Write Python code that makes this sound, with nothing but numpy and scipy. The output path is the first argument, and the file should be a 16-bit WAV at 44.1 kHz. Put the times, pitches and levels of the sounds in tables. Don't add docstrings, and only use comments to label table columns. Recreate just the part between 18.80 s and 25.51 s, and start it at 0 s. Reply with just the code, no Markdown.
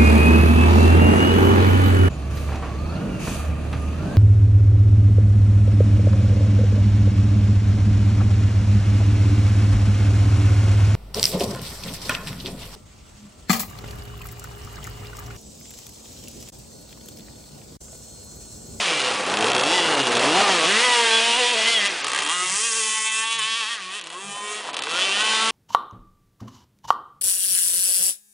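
import sys
import numpy as np
from scipy import signal
from scipy.fft import rfft, irfft, next_fast_len
from scipy.io import wavfile
from scipy.ndimage import uniform_filter1d, map_coordinates

SR = 44100
rng = np.random.default_rng(int(sys.argv[2]) if len(sys.argv) > 2 else 0)


def transcribe(signal):
    frames = np.atleast_2d(signal).T
    limited = np.clip(frames, -1, 1)
    pcm = np.round(limited * 32767).astype(np.int16)
    wavfile.write(sys.argv[1], SR, pcm)


def elevation(decibels):
    levels = np.asarray(decibels, float)
    return 10 ** (levels / 20)


N = 295911

# (from [s], to [s], size of even firings [ratio], of odd firings [ratio])
MISFIRES = [
    (.5, .855, .25, .25),
    (3.225, 3.495, .4, .4),
    (5.2, 5.33, .6, .55),
    (5.92, 6.04, .3, .3),
]
# (time [s], round trip [ms], return level [dB], clutter level [dB])
RETURN = [(0, 1.5, -14, -2), (1.5, 1.45, -13, -2), (1.9, 1.2, -13, -3), (2.0, 2.45, -13, -4),
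          (3.0, 2.38, -11, -4), (3.3, 2.5, -13, -4), (3.7, 2.5, -13, -4), (4.1, 2.59, -9, -6),
          (5.0, 2.66, -11, -6), (5.65, 2.61, -9, -6), (6.1, 2.58, -13, -7), (6.45, 2.6, -10, -9),
          (6.71, 2.6, -10, -9)]
# (time [s], exhaust level [dB], pipe mouth facing camera [dB], hull side level [dB],
# pipe on tune [dB])
COURSE = [(0, -27.5, -18, -37, -1.5), (.3, -29.5, -24.5, -40, 3.5), (.6, -28.5, -3.5, -32, -6.5),
          (.95, -24, -11, -34, -12), (1.3, -26.5, -13, -30, -9), (1.65, -27, -18.5, -28, 4),
          (2.05, -24.5, -6.5, -32.5, 2), (2.6, -22, 0.5, -31, -7), (2.95, -25.5, -5, -38.5, -4.5),
          (3.3, -30, 0.5, -44.5, 5.5), (3.8, -29.5, 13, -45.5, 1.5), (4.3, -27, 9, -54, 0),
          (4.85, -28, -7, -54, -1), (5.05, -37.5, 9, -57.5, -1.5), (5.45, -40, 16, -49.5, 3.5),
          (5.85, -38.5, 10.5, -55, 2), (6.22, -24.5, -8, -48, -3.5), (6.71, -24, -2, -36.5, -0.5)]
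# (time [s], level [dB], half length [s], extra howl [dB])
BLASTS = [(0.422, -11, 0.11, -2), (0.81, 1, 0.082, 3), (0.96, 2.5, 0.18, 7), (1.645, -4, 0.039, -3),
          (2.03, 0, 0.34, 8), (2.29, 0, 0.21, 5.5), (2.597, 2, 0.012, 3.5), (2.88, 5.5, 0.022, 2.5),
          (2.936, 7, 0.043, -5), (3.061, 6, 0.022, 4.5), (3.104, 0.5, 0.024, 1.5),
          (3.147, -19.5, 0.09, 9.5), (3.374, -0.5, 0.085, 7.5), (3.51, 2, 0.058, 2.5), (4.303, -2, 0.03, 0),
          (4.397, 2.5, 0.057, -2), (4.527, 3.5, 0.027, -7), (4.594, 5.5, 0.011, 1), (4.793, 2, 0.055, -2.5),
          (4.635, 4, 0.064, -5), (4.927, 5, 0.057, 2.5), (4.988, -10, 0.035, 14.5), (5.148, 6.5, 0.067, -1),
          (5.254, 0.5, 0.081, -4.5), (5.312, 0.5, 0.064, -1.5), (5.518, 3.5, 0.17, -5),
          (5.732, 6, 0.13, 0.5), (6.197, -1, 0.048, 7), (6.292, 0, .06, -8), (6.407, 4.5, 0.023, 0),
          (6.456, 2, 0.018, -3), (6.62, 2, 0.017, -2), (6.573, -1, .03, 4)]


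def unit(x):
    return x / np.sqrt(np.mean(x ** 2) + 1e-20)


def curves(rows):
    s, *cols = np.transpose(rows)
    return [np.interp(np.arange(N) / SR, s, c) for c in cols]


def bumps(rows):
    t = np.arange(N) / SR
    return sum(h * np.interp(t, [s - rise, s, s + fall], [0, 1, 0]) for s, h, rise, fall in rows)


def wobble(rate_hz):
    knots = rng.standard_normal(int(N * rate_hz / SR) + 4)
    return map_coordinates(knots, [np.arange(N) * rate_hz / SR])


def filtered(x, response):
    m = next_fast_len(N + SR // 2)
    return irfft(rfft(x, m) * response(np.fft.rfftfreq(m, 1 / SR)), m)[:N]


def resonant(x, modes, sign=-1):
    def response(f):
        return sum(sign ** k * elevation(db) * 1j * f * w / (c * c - f * f + 1j * f * w)
                   for k, (c, w, db) in enumerate(modes))
    return filtered(x, response)


def low_cut(x, hz):
    return signal.sosfilt(signal.butter(3, hz, "high", fs=SR, output="sos"), x)


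def levelled(x):
    return x / np.sqrt(np.abs(uniform_filter1d(x ** 2, SR // 8)) + 1e-12)


def pulses(at, size):
    index = np.floor(at).astype(int)[:, None] + np.arange(-7, 9)
    offset = index - at[:, None]
    kernel = np.sinc(offset) * np.cos(np.pi * offset / 16) ** 2
    return np.bincount(np.clip(index, 0, N).ravel(), (kernel * size[:, None]).ravel(), N + 1)[:N]


def decaying(x, fall_s):
    return signal.lfilter([1], [1, -np.exp(-1 / (fall_s * SR))], x)


def engine():
    # (time [s], rate [firings/s])
    throttle = [(-0.0, 222.1), (0.092, 167.0), (0.445, 84.2), (0.73, 126.2), (1.387, 119.5), (2.045, 250.1),
                (2.33, 221.5), (2.597, 243.8), (2.932, 231.3), (3.221, 138.1), (3.698, 183.7),
                (3.848, 228.9), (4.933, 233.3), (5.03, 183.5), (5.81, 211.8), (5.923, 132.1),
                (6.237, 191.8), (6.71, 225.4)]
    # (time [s], change [firings/s], rise
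    # [s], fall [s])
    hops = [(0.949, 60.4, 0.13, 0.34), (1.627, 39.8, 0.18, 0.1), (1.81, -48.1, 0.09, 0.22),
            (2.585, 10, .015, .04), (4.575, 6, .03, .02), (3.93, -5, .03, .03), (2.718, 6.2, 0.16, 0.03),
            (2.766, -21.4, 0.03, 0.16), (3.08, 20.8, 0.05, 0.11), (3.29, -12.8, 0.06, 0.1),
            (3.46, -19.3, 0.08, 0.05), (3.53, 9.6, 0.02, 0.18), (4.069, -11.4, 0.21, 0.3),
            (4.365, -10.1, 0.3, 0.29), (4.623, -14.9, 0.09, 0.17), (4.84, -17.8, 0.06, 0.08),
            (5.17, 22.0, 0.07, 0.04), (5.251, -28.0, 0.05, 0.16), (5.311, -12.4, 0.06, 0.12),
            (5.64, 1.2, 0.24, 0.27), (6.038, -18.0, 0.1, 0.1), (6.43, 11.9, 0.06, 0.27),
            (1.53, -5, .04, .03), (1.58, 5, .04, .04), (1.79, 4, .04, .03), (1.855, -16, .03, .03),
            (2.05, 3, .03, .03), (2.14, 2, .04, .04), (2.34, 4, .04, .04), (2.51, -3, .06, .05),
            (2.58, 5, .015, .02), (2.64, -4, .04, .08), (2.78, 4, .025, .03), (2.845, -3, .04, .015),
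            (2.875, 3, .02, .05), (3.86, 4, .03, .03), (3.98, 5, .04, .025), (4.02, -4, .02, .03),
            (4.62, -3, .03, .03), (4.74, -4, .03, .03), (4.86, -6, .03, .025), (4.9, 5, .025, .03),
            (5.18, 4, .03, .03), (6.09, 4, .04, .03), (6.14, -5, .025, .03), (6.3, -3, .03, .03),
            (6.37, 3, .05, .06), (6.58, -3, .03, .04)]
    inertia_s = .022
    rate = uniform_filter1d(curves(throttle)[0] + bumps(hops), round(inertia_s * SR))
    turns = np.cumsum(rate * (1 + .002 * wobble(25))) / SR
    blast_db = bumps([(s, db, half, half) for s, db, half, _ in BLASTS])
    return exhaust(turns, rate, blast_db) + shaft_orders(turns, rate, blast_db) + singing(turns)


def exhaust(turns, rate, blast_db):
    # (frequency [Hz], width [Hz], level [dB])
    boom_modes = [(1060, 190, 0), (1290, 190, -1), (880, 150, -7)]
    howl_modes = [(1625, 280, -7), (1950, 235, 0.5)]
    bark_modes = [(2642, 650, 24), (3120, 370, 17.5), (4630, 1700, -4.5)]
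    rasp_modes = [(4950, 850, -6.5), (6500, 3600, 3.5), (8100, 400, -4.5)]
    # (level over exhaust [dB], share of swings, share of facing, share of tune)
    boom_law = (-7, 1.13, -0.01, 1.16)
    howl_law = (-6.5, 0.95, 0.07, 0.35)
    rasp_law = (-12.5, 2.53, 1.4, 2)
    mean_db = -28

    cracks, puffs = firings(turns, rate, jitter=.003, puff_s=.004)
    cracks = cockpit(cracks, ring_s=.03, ring_db=curves(RETURN)[2])
    bark_db, facing_db, _, tune_db = curves(COURSE)
    bark_db = bark_db + blast_db
    sing_db = bumps([(s, db, half, half) for s, _, half, db in BLASTS])
    flutter_db = 1.2 * wobble(22)

    def range_db(law):
        db, swing, turn, tune = law
        course_db = swing * (bark_db - mean_db) + turn * facing_db + tune * tune_db
        return mean_db + db + course_db + .8 * wobble(8)

    boom = low_cut(low_cut(resonant(cracks + .4 * puffs, boom_modes), hz=820), hz=820)
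    howl = low_cut(resonant(cracks + .45 * puffs, howl_modes, sign=1), hz=1200)
    bark = low_cut(resonant(cracks + .45 * puffs, bark_modes, sign=1), hz=1800)
    turbulence = 2.4 * puffs + 1.8 * np.roll(puffs, SR // 400)
    rasp = low_cut(resonant(cracks + turbulence, rasp_modes, sign=1), hz=3500)
    return (elevation(range_db(boom_law)) * levelled(boom)
            + elevation(range_db(howl_law) + sing_db) * levelled(howl)
            + elevation(bark_db + flutter_db) * levelled(bark)
            + elevation(range_db(rasp_law) - .35 * blast_db) * levelled(rasp))


def firings(turns, rate, jitter, puff_s):
    # (load [firings/s], noise share [0-1], size scatter [dB])
    combustion = [(125, .42, 4), (155, .2, 2.2), (180, .055, 1), (225, .035, .75)]
    # (time [s], size over a regular firing [dB])
    pops = [(.519, 4), (.540, 6.5), (0.5716, 9), (0.5895, 3), (.609, 7), (0.6256, 6.5), (.644, 7.5),
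            (0.6695, 5.5), (0.6844, 5), (0.7014, 5), (0.718, 7), (.733, 3), (0.75, 6), (.765, 5),
            (0.781, 2.5), (0.7964, 3.5), (0.811, 1), (0.8363, 2.5), (0.8512, -2), (3.2449, 10),
            (3.268, 8.5), (3.282, 11), (3.2963, 4.5), (3.3023, 7), (3.318, 9), (3.3334, 12), (3.348, 10),
            (3.3612, 9.5), (3.365, 0.5), (3.3773, 6), (3.3886, 11), (3.4035, 4), (3.4217, 6.5), (3.434, 2),
            (3.4495, 3), (3.463, 3), (3.4753, 1), (3.4888, -1.5), (5.2135, 2.5), (5.241, -1), (5.271, 6),
            (5.293, -6.5), (5.3028, 4.5), (5.316, -4.5), (5.3266, 0), (5.9327, 2.5), (5.9435, 6.5),
            (5.968, 11), (5.981, 2), (5.991, 10.5), (6.0058, 0.5), (6.022, 10), (6.037, 8.5)]
    lead_s = .14
    rise = np.maximum(uniform_filter1d(np.gradient(rate), SR // 10), 0)
    load = rate + lead_s * SR * rise
    speeds, shares, scatters = np.transpose(combustion)
    share = np.interp(load, speeds, shares)
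    scatter_db = np.interp(load, speeds, scatters)

    whole = np.arange(1, int(turns[-1]))
    at = np.interp(whole + jitter * rng.standard_normal(len(whole)), turns, np.arange(N))
    size = elevation(scatter_db[at.astype(int)] * rng.standard_normal(len(at)))
    for a, b, even, odd in MISFIRES:
        inside = (at > a * SR) & (at < b * SR)
        size = np.where(inside, size * np.where(whole % 2, odd, even), size)
    s, db = np.transpose(pops)
    at, size = np.append(at, s * SR), np.append(size, elevation(db))

    cracks = pulses(at, size)
    puffs = decaying(cracks, puff_s) * rng.standard_normal(N) / np.sqrt(puff_s * SR / 2)
    trip_ms, back_db, _ = [c[at.astype(int)] for c in curves(RETURN)]
    cracks = -cracks - pulses(at + trip_ms * SR / 1000, size * elevation(back_db))
    return np.sqrt(1 - share) * cracks, np.sqrt(share) * puffs


def cockpit(x, ring_s, ring_db):
    t = np.arange(SR // 50) / SR
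    tails = rng.standard_normal((3, len(t))) * elevation(-60 * t / ring_s) * (t > .0008)
    tails /= np.linalg.norm(tails, axis=1)[:, None]
    echoes = sum(wobble(7) * np.convolve(x, tail)[:N] for tail in tails)
    return x + elevation(ring_db) * echoes / np.sqrt(3)


def shaft_orders(turns, rate, blast_db):
    # (frequency [Hz], level [dB])
    panels = [(90, -11.5), (180, -4.5), (260, -2.5), (375, 1.5), (500, 2), (680, -13), (950, 7)]
    # (level over hull side [dB], share of its swings)
    orders_law = [(-1.5, 0.77), (0, 0.83), (-4, 1.01), (-2, 0.91)]
    side_mean_db, starved_db = -43, -5.5
    starved = [((a + b) / 2, starved_db, b - a, b - a) for a, b, *_ in MISFIRES[1:]]
    side_db = curves(COURSE)[2] + bumps(starved)
    hz, db_at_hz = np.transpose(panels)
    tones = 0
    for order, (db, swing) in enumerate(orders_law, 1):
        panel_db = np.interp(np.log(order * rate), np.log(hz), db_at_hz)
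        waver_db = 1.8 * wobble(14) + 2.9 * wobble(30)
        order_db = side_mean_db + swing * (side_db - side_mean_db) + db + .35 * blast_db
        tones = tones + elevation(order_db + panel_db + waver_db) * np.sin(2 * np.pi * order * turns)
    return tones


def singing(turns):
    sings = {2: [(.92, 0.079, 0.11, -34), (1.6, 0.14, 0.2, -30), (2.2, 0.47, 0.22, -32),
             (3.98, 0.21, 0.11, -45), (5.72, 0.12, .1, -42)], 3: [(2.55, 0.69, 0.6, -32),
             (6.15, 0.22, 0.27, -40)], 4: [(.95, 0.092, 0.073, -35), (1.6, 0.15, 0.15, -24),
             (2.3, 0.9, 0.25, -30.5), (4.2, 0.51, 0.66, -36.5), (6.55, 0.3, 0.17, -33.5),
             (5.55, .15, 0.12, -44)], 5: [(.95, 0.075, 0.086, -22.5), (1.58, 0.23, 0.11, -25.5),
             (5.65, 0.3, 0.32, -31.5), (6.2, 0.069, 0.11, -46)], 6: [(1.65, 0.13, 0.065, -22.5),
             (2.06, .06, .06, -33), (4.2, 0.15, 0.18, -40), (5.08, 0.18, 0.052, -38),
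             (5.38, 0.054, 0.033, -32), (6.6, 0.12, 0.18, -27.5)], 7: [(1.81, 0.11, .15, -33),
             (5.7, .1, 0.11, -41), (2.37, 0.11, 0.16, -30), (3.53, 0.066, 0.16, -29),
             (6.45, 0.22, 0.18, -28.5)], 8: [(1.97, 0.12, 0.13, -29), (3.38, 0.11, .1, -32),
             (4.72, 0.48, 0.32, -34), (3.65, .07, .07, -40), (6.15, 0.055, .08, -28),
             (2.66, .06, .06, -31)], 9: [(2.92, 0.18, 0.3, -26), (4.2, 0.18, .3, -40),
             (1.66, .06, 0.068, -32), (1.96, 0.16, .05, -28), (5.65, 0.42, .17, -51),
             (6.36, .06, 0.065, -34), (6.58, 0.072, 0.1, -44)]}
    sings_high = {10: [(1.72, 0.085, .1, -26.5), (2.06, 0.055, 0.049, -41), (3.04, 0.088, .06, -29),
                  (4.22, 0.097, 0.15, -35), (4.58, 0.22, 0.29, -38)], 11: [(0.98, 0.062, .07, -28),
                  (3.18, .07, .08, -37), (3.36, .05, .04, -33), (2.51, 0.087, .2, -35),
                  (4.45, 0.26, 0.21, -39), (2.7, 0.07, 0.09, -33), (3.62, 0.086, 0.16, -37),
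                  (3.86, .06, .06, -38), (5.72, .2, 0.11, -41)], 12: [(2.3, 0.097, 0.12, -33),
                  (4.4, 0.18, 0.13, -32), (6.5, 0.22, 0.15, -43.5), (3.66, .08, .08, -36),
                  (5.5, .1, .12, -46)], 13: [(2.9, .06, 0.11, -21.5), (4.15, .15, 0.12, -52),
                  (5.06, .08, 0.14, -42)], 14: [(2.62, 0.15, 0.14, -32), (2.86, 0.05, .05, -29),
                  (3.06, .06, 0.062, -29), (3.86, .06, .06, -32), (4.46, .08, .08, -38),
                  (4.76, .08, .06, -31), (5.66, 0.06, 0.073, -42), (6.3, 0.18, .12, -34)],
                  15: [(2.36, 0.083, 0.092, -21), (2.96, .08, .06, -18), (3.66, 0.068, 0.077, -33.5),
                  (5.56, 0.089, 0.069, -49)], 16: [(1.86, .06, 0.05, -34), (2.26, 0.069, .06, -26),
                  (4.46, .06, 0.052, -32), (6.26, 0.097, .06, -28), (6.58, .1, 0.19, -30)],
                  18: [(1.56, .08, .06, -30), (2.16, .06, .06, -31), (3.66, .06, .06, -34),
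                  (6.25, 0.13, 0.074, -25), (6.56, 0.072, 0.082, -44)]}
    song = 0
    for order, rows in {**sings, **sings_high}.items():
        swell = bumps([(s, elevation(db), rise, fall) for s, rise, fall, db in rows])
        phase = 2 * np.pi * order * turns + .45 * wobble(40)
        song = song + swell * elevation(3.1 * wobble(25)) * np.sin(phase)
    return song


def slaps():
    # (time [s], peak level [dB])
    smacks = [(5.85, -21.5), (5.889, -16.5), (6.07, -13.5), (6.11, -19), (6.15, -10), (6.19, -11.5),
              (6.22, -15.5), (6.292, -15), (6.382, -16), (6.495, -15.5), (6.534, -13)]
    # (frequency [Hz], width [Hz], level [dB])
    skin = [(600, 240, -8), (1030, 220, 2.5), (1970, 620, -5)]
    s, db = np.transpose(smacks)
    gate = decaying(pulses(s * SR, elevation(db - 5)), fall_s=.0025)
    return resonant(gate * rng.standard_normal(N), skin) / np.std(resonant(rng.standard_normal(N), skin))


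def water():
    # (time [s], hull drone level [dB], spray level [dB])
    levels = [(0, -30, -24), (.5, -25, -32.5), (.75, -21.5, -46), (.95, -24.5, -37.5), (1.59, -21.5, -24.5),
              (1.91, -28.5, -22), (2.2, -34, -22), (2.52, -37, -25), (2.9, -36, -25.5), (3.38, -34, -31.5),
              (3.59, -43.5, -32), (4.1, -58, -35), (4.41, -56.5, -49.5), (5.06, -50.5, -38.5),
              (5.5, -44, -57.5), (5.76, -40.5, -40), (5.9, -36.5, -46), (6.28, -33, -32.5),
              (6.71, -35, -26.5)]
    # (frequency [Hz], width [Hz], level [dB])
    hull_modes = [(127, 60, -29), (427, 51, 7), (495.4, 3, 23.5), (721, 9.4, 11.5), (770, 37, -24),
                  (780, 800, 13)]
    # (frequency [Hz], density [dB per Hz])
    spray = [(100, -27), (500, -11.5), (1200, -3.5), (2500, 6), (4500, -0.5), (10000, -10), (11000, -50.5)]
    thump_hz, thump_grows, close_db = 170, .77, -24.5
    hull_db, spray_db = curves(levels)
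    hull = unit(low_cut(resonant(rng.standard_normal(N), hull_modes), hz=94.5))
    thump = filtered(hull, lambda f: 1 / (1 + (f / thump_hz) ** 6))
    hull = hull + (elevation(thump_grows * (hull_db - close_db)) - 1) * thump
    hz, db = np.transpose(spray)
    hiss = filtered(rng.standard_normal(N), lambda f: elevation(np.interp(np.log(f + 1), np.log(hz), db)))
    drone = elevation(hull_db + .83 * wobble(16) + 1.43 * wobble(80)) * hull
    return drone + elevation(spray_db + wobble(15)) * unit(hiss)


def shore(x):
    t60_s, delay = .16, 260
    t = np.arange(SR // 4) / SR
    tail = signal.lfilter([1], [1, -1.3, .5], rng.standard_normal(len(t))) * elevation(-60 * t / t60_s)
    return signal.fftconvolve(np.pad(x, (delay, 0)), tail / np.linalg.norm(tail))[:N]


def far_bank():
    # (frequency [Hz], time [s], rise [s], fall [s], level [dB])
    partials = [
        (2335, .15, .16, .13, -28),
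        (2985, .2, .17, .1, -32),
        (1150, .42, .22, .12, -29),
        (506, .3, .35, .45, -33),
        (705, .72, .25, .2, -28),
        (1000, 5.92, .1, .12, -38),
    ]
    climb_per_s = .08
    t = np.arange(N) / SR
    echo = 0
    for hz, s, rise, fall, db in partials:
        swell = bumps([(s, elevation(db), rise, fall)]) * elevation(2 * wobble(30))
        cycles = hz * (t + climb_per_s * (t - s) ** 2 / 2)
        echo = echo + swell * np.sin(2 * np.pi * cycles + .4 * wobble(40))
    return echo


def camera():
    # (on [s], off [s])
    bursts = [
        (3.66, 3.775),
        (4.55, 4.665),
        (5.445, 5.56),
    ]
    t = np.arange(N) / SR
    on = sum((t > a) * (t < b) for a, b in bursts)
    hum = elevation(-53) * np.sin(2 * np.pi * 150.7 * t) + elevation(-66) * np.sin(2 * np.pi * 301.4 * t)
    rumble = unit(resonant(rng.standard_normal(N), [(40, 65, 0)]))
    return on * hum + elevation(-77.5) * rumble


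def scene():
    boat = engine()
    mono = boat + elevation(-18.5) * shore(boat) + far_bank() + slaps() + water() + camera()
    return np.array([mono, mono])


def thin_treble(x, hz, under_db):
    f, _, z = signal.stft(x, SR, nperseg=256, noverlap=192)
    patch = uniform_filter1d(uniform_filter1d(np.abs(z) ** 2, 6, 0), 5, 1)
    running = uniform_filter1d(patch, 60, 1)
    weak = (patch < elevation(2 * under_db) * running) & (f[:, None] > hz)
    return signal.istft(z * np.where(weak, .04, 1), SR, nperseg=256, noverlap=192)[1][:N]


def top_cut(x):
    return signal.sosfilt(signal.butter(12, 11320, fs=SR, output="sos"), x)


def record(dry):
    mono = thin_treble(dry[0], hz=4800, under_db=-3.2)
    mono = filtered(mono, lambda hz: hz < 10250)
    return top_cut(np.array([mono, mono]))


dry = scene()
out = record(dry)
transcribe(out)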